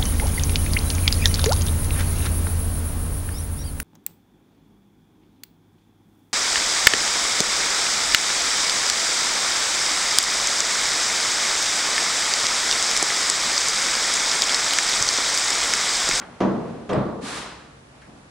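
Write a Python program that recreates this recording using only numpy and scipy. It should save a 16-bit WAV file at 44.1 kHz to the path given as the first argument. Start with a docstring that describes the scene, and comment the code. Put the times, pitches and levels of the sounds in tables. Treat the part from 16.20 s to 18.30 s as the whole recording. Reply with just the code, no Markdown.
"""In a large, hard-walled room a wooden sliding door is jolted twice on its track.
Each jolt is a cluster of blows that crack at the contact, excite the normal modes of the panel and its
steel hangers, and leave a low reverberant boom. The hardware ticks; in the second jolt the latch snaps
and the door rebounds from its stop. A hiss then swells and dies away. Soft knocks open and close
the scene, over faint rubbing and quiet ventilation noise."""
import sys
import numpy as np
from scipy import signal
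from scipy.fft import rfft, irfft
from scipy.io import wavfile

SR = 44100
rng = np.random.default_rng(int(sys.argv[2]) if len(sys.argv) > 2 else 0)


def output_pcm(signal):
    """Save a mono or channel-first signal as 16-bit PCM at the path in sys.argv[1].

    Samples are clipped to [-1, 1] before scaling.
    """
    pcm = np.clip(np.atleast_2d(signal).T, -1, 1) * 32767
    wavfile.write(sys.argv[1], SR, np.round(pcm).astype(np.int16))


N = 92610

# Noise spectra of the sources. Each row: frequency in Hz, relative spectral density in dB.
AIR_SPECTRUM = [(25, -22), (45, 2), (68, -14.5), (100, 5.5), (140, -2), (250, -1), (500, -7.5), (1100, -18),
                (2000, -21), (4000, -22.5), (8000, -26), (11000, -29)]
RUB_SPECTRUM = [(100, -35), (500, 0), (1200, -1), (2200, -9.5), (4000, -17), (11000, -34)]
HISS_SPECTRUM = [(35, -10), (50, -17), (61, 15.5), (80, -19), (110, -1), (250, -1), (600, 1), (1200, 5),
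                 (2000, 0), (3000, -2.5), (4000, -2), (6000, -7), (8500, -8.5), (11000, -14)]
KNOCK_SPECTRUM = [(40, -21), (90, -24), (140, -4), (200, 1), (340, -6), (450, -16), (700, -8), (1500, -32),
                  (5000, -52)]
TICK_SPECTRUM = [(100, -18), (600, -5.5), (1200, 0.5), (1900, 0), (2400, -6), (2900, -13), (5000, -22),
                 (11000, -33)]
LATCH_SPECTRUM = [(1000, -15), (2500, 10.5), (4000, -4), (5150, 8), (6300, -20), (7900, 0.5), (9000, -11),
                  (11000, -14)]
CRACK_SPECTRUM = [(200, -27), (1000, 2), (2200, 0.5), (3200, -6), (4200, -10.5), (6300, -9), (8000, -16.5),
                  (11000, -8.5)]
BOARD_SPECTRUM = [(80, -21), (130, -11), (200, 6), (280, -4.5), (340, -8), (440, 1), (540, -7), (660, -9),
                  (850, -20), (1050, -12.5), (1400, -31), (4000, -46)]
BOOM_SPECTRUM = [(30, -33), (60, -32), (100, -12), (150, -4), (260, -2), (420, -5.5), (700, -8.5),
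                 (850, -12.5), (1080, -11.5), (1500, -17.5), (2300, -23), (4000, -23.5), (5500, -35.5),
                 (7000, -51), (11000, -55)]
# Reverberant decay. Each row: frequency in Hz, time to fall 60 dB (T60) in seconds.
HISS_DECAY = [(60, 2.5), (400, 1.1), (1200, 1.07), (3000, 0.85), (6000, 0.75), (10000, 0.43)]
BOOM_DECAY = [(60, 1.26), (160, 1.31), (420, 1.284), (1100, 1.01), (2900, 0.42), (7700, 1.23)]
# Stereo width of room sounds and ventilation. Each row: frequency in Hz, side minus mid level in dB.
ROOM_WIDTH = [(30, -26), (60, -30), (150, -17), (340, -11), (700, -7.5), (1900, -6.5), (3500, -4.5),
              (6200, -2.5), (11000, 2)]
AIR_WIDTH = [(60, -21), (150, -15), (400, -3.5), (1000, 7), (2000, 7), (4000, 1), (8000, 1)]
# Tones of the ventilation. Each row: frequency in Hz, level in dB.
DRONE_TONES = [(68, -63), (138, -58)]
# Course of the rubbing. Each row: time in seconds, level in dB.
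RUB_LEVELS = [(0, -45), (.18, -50.5), (0.501, -47), (.65, -52), (1.65, -62), (1.778, -54.5), (1.9, -56.5),
              (2.1, -58)]
# Soft knocks of the door. Each row: start in seconds, level in dB.
DOOR_KNOCKS = [(0.0, -41), (0.074, -41), (0.138, -54), (1.871, -44.5), (1.90, -50), (1.946, -47)]
# Ticks of the track hardware. Each row: start in seconds, level in dB, tilt in dB per octave,
# level of the steel ring in dB, T60 of the clack in seconds.
TRACK_TICKS = [(0.0, -45, -5.5, -69, 0.085), (0.016, -37, -2, -56, 0.11), (0.036, -50, -7, -55, 0.065),
               (0.697, -50, -2, -38.5, 0.049), (1.817, -51.5, 3, -65, 0.25), (1.973, -59, 6, -72, 0.11)]
# Natural frequencies of the steel hangers and the wooden panel. Each entry: frequency in Hz.
HANGER_FREQUENCIES = [1234, 1354, 1523, 1798, 1892, 1990, 3250, 3685, 5150, 7900]
PANEL_FREQUENCIES = [58, 87, 134.5, 194.5, 234, 337.5, 404, 458, 488, 625, 684, 762, 972, 1167.5]
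# Their modes, in the same order. Each row: relative level in dB, T60 in seconds.
HANGER_MODES = [(3, 0.45), (-12, 0.38), (-15, 0.98), (-15, 0.48), (-38, 0.35), (1.5, 0.22), (12, 0.034),
                (-1, 0.19), (-24, 0.086), (-11, .1)]
PANEL_MODES = [(-10, 1.2), (-10, 1.3), (-4, 0.93), (7, 0.76), (1, 1.33), (2, 0.73), (1, 0.42), (-0.5, 1.56),
               (-1.5, 1.3), (3, 0.59), (-5, 1.4), (-12, 1.5), (-2, 0.5), (-3.5, 1.13)]
# Modes of the rebound. Each row: frequency in Hz, relative level in dB, T60 in seconds.
REBOUND_MODES = [(61.5, -20, 0.26), (115, -14, 0.19), (131.4, 0.5, 0.23), (174, -1.5, 0.14)]
# Blows on the door. Each row: start in seconds, level in dB, panel level in dB, corner in Hz set by
# contact hardness, crack level in dB, crack corner in Hz, build-up in seconds.
DOOR_BLOWS = [(0.2046, -20.5, -24, 1850, -37, 7000, 0.0019), (0.2342, -27, -30.5, 1200, -56, 4000, 0.0035),
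              (0.692, -25, -25.5, 2600, -40.5, 8100, 0.0033), (0.724, -25.5, -31, 2600, -62, 5000, .002),
              (0.748, -28, -33, 2190, -52, 5500, 0.002), (0.776, -30, -36, 1520, -58, 3000, 0.0034)]

TOP_HZ = 11050


def undb(db):
    """Amplitude ratio of a level in decibels."""
    return 10 ** (np.asarray(db) / 20)


def at(table, hz):
    """Interpolation of a table on a logarithmic frequency axis."""
    frequencies, values = np.array(table, float).T
    return np.interp(np.log(np.maximum(hz, 1)), np.log(frequencies), values)


def since(start):
    """Seconds elapsed since an onset, zero before it."""
    return np.maximum(np.arange(N) / SR - start, 0)


def fade(t, t60):
    """Damping: exponential decay by 60 dB in t60 seconds."""
    return np.exp(-np.log(1000) * t / t60)


def rise(t, rise_s):
    """Exponential approach to full amplitude, with time constant rise_s."""
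    return 1 - np.exp(-t / rise_s)


def contact_gain(hz, corner_hz, order=2):
    """A contact acts as a low-pass filter: the softer it is, the lower its corner."""
    return 1 / np.sqrt(1 + (hz / corner_hz) ** (2 * order))


def noise(spectrum, tilt_db=0, corner_hz=np.inf, order=2, width=ROOM_WIDTH):
    """Random phases make stereo noise of a given spectrum; the mid has unit RMS before the roll-off."""
    hz = np.arange(N // 2 + 1) * SR / N
    octaves = np.log2(np.maximum(hz, 100) / 500)
    gain = undb(at(spectrum, hz) + tilt_db * octaves) * (hz > 20) * (hz < TOP_HZ + 500)
    mid, side = np.exp(2j * np.pi * rng.random((2, len(hz)))) * gain
    side = side * undb(at(width, hz))
    stereo = np.array([mid + side, mid - side]) * contact_gain(hz, corner_hz, order)
    return irfft(stereo, N) / np.std(irfft(mid, N))


def by_band(x, envelope):
    """Frequency-dependent decay: each octave band follows the envelope of its centre frequency."""
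    centres = 45 * 2. ** np.arange(9)
    hz, spectrum = np.arange(N // 2 + 1) * SR / N, rfft(x)
    out = 0
    for centre in centres:
        band_gain = at(list(zip(centres, centres == centre)), hz)
        out = out + irfft(spectrum * band_gain, N) * envelope(centre)
    return out


def ring(frequencies, modes, t, corner_hz=np.inf):
    """Modal superposition: damped sinusoids, each with a random phase difference between the ears."""
    rise_cycles = 0.27
    out = 0
    for hz, (db, t60), spread_rad in zip(frequencies, modes, rng.standard_normal(len(modes))):
        phase = 2 * np.pi * hz * t + spread_rad * np.array([[.5], [-.5]])
        envelope = rise(t, rise_cycles / hz) * fade(t, t60)
        out = out + undb(db) * contact_gain(hz, corner_hz) * envelope * np.sin(phase)
    return .5 * out


def widen(x, t):
    """Direct sound starts in the centre; wall reflections then spread the image."""
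    mid = x.mean(axis=0)
    return mid + (x - mid) * rise(t, rise_s=0.013)


def ventilation():
    """Moving air gives steady broadband noise, with a low tonal drone superposed."""
    t = since(0)
    drone = sum(undb(db) * np.sqrt(2) * np.sin(2 * np.pi * (hz * t + rng.random()))
                for hz, db in DRONE_TONES)
    return undb(-52.5) * noise(AIR_SPECTRUM, width=AIR_WIDTH) + drone


def rubbing():
    """Sliding friction between door and track makes faint noise of varying level."""
    times, db = np.array(RUB_LEVELS).T
    return noise(RUB_SPECTRUM) * undb(np.interp(since(0), times, db))


def hiss():
    """A rush like released air swells, holds and decays by reverberation, treble first."""
    start, swell_s, release_after_s, lag_s_per_octave = 1.006, 0.095, 0.17, 0.0047

    def release(hz):
        lag_s = lag_s_per_octave * np.log2(TOP_HZ / max(hz, 1400))
        return fade(since(start + release_after_s + lag_s), at(HISS_DECAY, hz))

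    swell = np.sin(np.pi / 2 * np.minimum(since(start) / swell_s, 1))
    return undb(-33) * swell * by_band(noise(HISS_SPECTRUM), release)


def knocks():
    """Soft impacts excite mainly low frequencies, so the shifted door bumps dully."""
    out = 0
    for start, db in DOOR_KNOCKS:
        t = since(start)
        out = out + undb(db) * noise(KNOCK_SPECTRUM) * rise(t, rise_s=0.0096) * fade(t, t60=0.47)
    return out


def impact_envelope(t, t60, room_db, room_t60):
    """Double-slope decay: an abrupt direct sound dies fast over a weaker reverberant tail."""
    return (t > 0) * (fade(t, t60) + undb(room_db) * fade(t, room_t60))


def ticks():
    """Brief impacts in the hardware clack and set the steel hangers into free vibration."""
    out = 0
    for start, db, tilt_db, ring_db, t60 in TRACK_TICKS:
        t = since(start)
        clack = noise(TICK_SPECTRUM, tilt_db) * impact_envelope(t, t60, room_db=-11.5, room_t60=0.48)
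        steel = ring(HANGER_FREQUENCIES, HANGER_MODES, t)
        out = out + widen(undb(db) * clack + undb(ring_db) * steel, t)
    return out


def latch():
    """A hard steel contact is brief, so the latch's single snap is rich in treble."""
    t = since(0.732)
    envelope = impact_envelope(t, t60=0.022, room_db=-12.5, room_t60=0.28)
    return undb(-35.5) * widen(noise(LATCH_SPECTRUM), t) * envelope


def rebound():
    """A cushioned push against the stop excites low, heavily damped modes: a short, deep thump."""
    t, swell_s = since(0.764), 0.02
    push = np.sin(np.pi / 2 * np.minimum(t / swell_s, 1)) ** 2
    modes = np.array(REBOUND_MODES)
    return undb(-8.5) * push * ring(modes[:, 0], modes[:, 1:], t)


def room_boom(t, corner_hz):
    """Densely overlapping modes of door and room merge into noise that decays band by band."""
    rise_cycles = 0.33
    return by_band(noise(BOOM_SPECTRUM, corner_hz=corner_hz),
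                   lambda hz: rise(t, rise_cycles / hz) * fade(t, at(BOOM_DECAY, hz)))


def door_blows():
    """Impulsive excitation: the contact cracks, boards knock, panel and hangers ring, the room booms."""
    out = 0
    for start, db, panel_db, corner_hz, crack_db, crack_hz, build_s in DOOR_BLOWS:
        t = since(start)
        boom = room_boom(t, corner_hz)
        boards = undb(3) * noise(BOARD_SPECTRUM, corner_hz=corner_hz) * fade(t, t60=0.25)
        crack = noise(CRACK_SPECTRUM, corner_hz=crack_hz, order=7)
        crack *= impact_envelope(t, t60=0.15, room_db=-7, room_t60=0.84)
        hangers = undb(-26) * ring(HANGER_FREQUENCIES, HANGER_MODES, t, corner_hz)
        panel = ring(PANEL_FREQUENCIES, PANEL_MODES, t, corner_hz)
        body = undb(db) * (boom + boards + hangers) + undb(panel_db) * panel
        out = out + widen(body * rise(t, build_s) + undb(crack_db) * crack, t)
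    return out


def scene():
    """Linear superposition: the pressures of door, hiss and background add."""
    door = door_blows() + rebound() + latch() + knocks() + ticks()
    return door + hiss() + rubbing() + ventilation()


def record(dry):
    """Band limiting: an elliptic low-pass filter cuts the treble steeply above TOP_HZ."""
    return signal.sosfilt(signal.ellip(12, .1, 80, TOP_HZ, fs=SR, output="sos"), dry)


dry = scene()
out = record(dry)
output_pcm(out)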